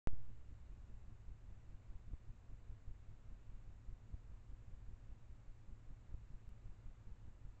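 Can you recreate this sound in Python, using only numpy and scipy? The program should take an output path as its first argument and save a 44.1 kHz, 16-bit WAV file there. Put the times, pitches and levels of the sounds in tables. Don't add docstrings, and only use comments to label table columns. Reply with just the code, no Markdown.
import sys
import numpy as np
from scipy import signal
from scipy.fft import rfft, irfft
from scipy.io import wavfile
from scipy.ndimage import uniform_filter1d

SR = 44100
rng = np.random.default_rng(int(sys.argv[2]) if len(sys.argv) > 2 else 0)


def to_wav(s):
    ch = np.atleast_2d(s).T
    pcm = np.round(np.clip(ch, -1, 1) * 32767)
    wavfile.write(sys.argv[1], SR, pcm.astype(np.int16))


N = 335160
WAKE_S, TICK_S = .0726, 6.4914


def undb(db):
    return 10 ** (np.asarray(db) / 20)


def times():
    return np.arange(N) / SR


def lowpass(x, hz):
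    pole = np.exp(-2 * np.pi * hz / SR)
    return signal.lfilter([1 - pole], [1, -pole], x)


def noise(spectrum):
    hz, db = np.transpose(spectrum)
    log_hz = np.log(np.maximum(np.fft.rfftfreq(N, 1 / SR), 1))
    gain = undb(np.interp(log_hz, np.log(hz), db))
    return irfft(rfft(rng.standard_normal(N)) * gain, N) * np.sqrt(SR / 2)


def walk(rate_hz):
    hold = int(SR / rate_hz)
    held = np.repeat(rng.standard_normal(N // hold + 1), hold)
    smooth = uniform_filter1d(uniform_filter1d(held, hold), hold)[:N]
    return smooth / smooth.std()


def gates(rows):
    pulses = np.zeros(N)
    for start_s, length_s, level_db in rows:
        pulses[int(start_s * SR):int((start_s + length_s) * SR)] += undb(level_db)
    return pulses


def tone(pitch_hz, rms_db, waver_hz):
    phase = 2 * np.pi * np.cumsum(pitch_hz + waver_hz * walk(2.5)) / SR
    return np.sqrt(2) * undb(rms_db) * np.sin(phase)


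def outdoors(sway_db=.15, drone_hz=68, drone_db=-64, drone_end_s=1.3, fade_s=.33):
    # freq_hz, density_db_per_hz
    rumble_spectrum = [(20, -76.5), (45, -77.0), (85, -85), (140, -93.5), (180, -96.5), (240, -98.5),
                       (400, -105.1), (700, -108.6), (1050, -110.3), (1500, -113.1), (2700, -118.3),
                       (4000, -124.0), (5200, -131.0), (9000, -152.0)]
    # pitch_hz, rms_db
    hum_tones = [(100, -71.5), (109, -71), (114, -70), (213.5, -88)]
    rumble = noise(rumble_spectrum) * undb(sway_db * walk(3))
    hum = sum(tone(hz, db, waver_hz=.35) for hz, db in hum_tones)
    fade = np.clip((drone_end_s - times()) / fade_s, 0, 1)
    return rumble + hum + fade * tone(drone_hz, drone_db, waver_hz=1.8)


def hiss():
    # freq_hz, density_db_per_hz
    hiss_spectrum = [(4000, -133.1), (5200, -129.8), (6300, -125.8), (7200, -123.0), (7800, -126.5),
                     (8300, -133.5), (8800, -146), (9500, -165)]
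    return noise(hiss_spectrum)


def tick(peak_db=-55, corner_hz=1100):
    age_s = times() - TICK_S
    return undb(peak_db) * (age_s >= 0) * np.exp(-2 * np.pi * corner_hz * np.abs(age_s))


def supply_load(first_s=.2745, period_s=.2, slot_s=.0228, skip_s=.03):
    due_s = np.arange(first_s, N / SR, period_s)
    slotted_s = WAKE_S + slot_s * np.ceil((due_s - WAKE_S) / slot_s)
    slotted_s -= skip_s * (due_s > TICK_S)
    late, longer, heavier = rng.standard_normal((len(due_s), 3)).T
    start_s = slotted_s + .002 * late
    length_s = .04 + .008 * longer
    load_db = -46.5 + 1.6 * heavier
    return gates(zip(start_s, length_s, load_db))


def flutter(settle_s=.0066, smooth_hz=27, round_hz=170, kick_gain_db=7.5, swell_hz=40):
    # freq_hz, density_db_per_hz
    rustle_spectrum = [(50, -90), (110, -82), (180, -90), (330, -101), (700, -115), (3000, -132),
                       (9000, -165)]
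    load = supply_load()
    swing = load - np.interp(times() - settle_s, times(), load)
    kicks = undb(kick_gain_db) * lowpass(lowpass(swing, smooth_hz), round_hz)
    rustle = noise(rustle_spectrum) * lowpass(load > 0, swell_hz)
    return kicks + rustle


def bumps(draw_s=.0049, smooth_hz=50, recover_hz=9):
    # start_s, load_db
    draws = [(0.131, -34), (2.1335, -31), (4.1397, -32), (6.141, -32)]
    load = gates((start_s, draw_s, load_db) for start_s, load_db in draws)
    fin = lowpass(load, smooth_hz)
    return fin - lowpass(fin, recover_hz)


def wake_pop(step_db=-26.5, rise_s=.00025, drain_s=.11, snap_share=.076, ring_hz=7700, width_hz=2200):
    age_s = np.maximum(times() - WAKE_S, 0)
    ramp = np.sin(np.pi / 2 * np.minimum(age_s / rise_s, 1))
    step = snap_share * (age_s > 0) + (1 - snap_share) * ramp
    pulse = step * np.exp(-age_s / drain_s)
    pole = np.exp((2j * np.pi * ring_hz - np.pi * width_hz) / SR)
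    feedback = np.poly([pole, pole.conjugate()]).real
    return undb(step_db) * signal.lfilter([feedback.sum()], feedback, pulse)


def scene():
    awake = times() >= WAKE_S
    steady = outdoors() + hiss() + flutter()
    return (awake * steady + bumps() + wake_pop() + tick())[None]


def record(dry, notch_hz=3230, notch_width_hz=300, notch_share=.38, top_hz=15900):
    notch = signal.iirnotch(notch_hz, notch_hz / notch_width_hz, fs=SR)
    coloured = dry + notch_share * (signal.lfilter(*notch, dry) - dry)
    top_cut = signal.ellip(8, .2, 70, top_hz, fs=SR, output="sos")
    return signal.sosfilt(top_cut, coloured)


dry = scene()
out = record(dry)
to_wav(out)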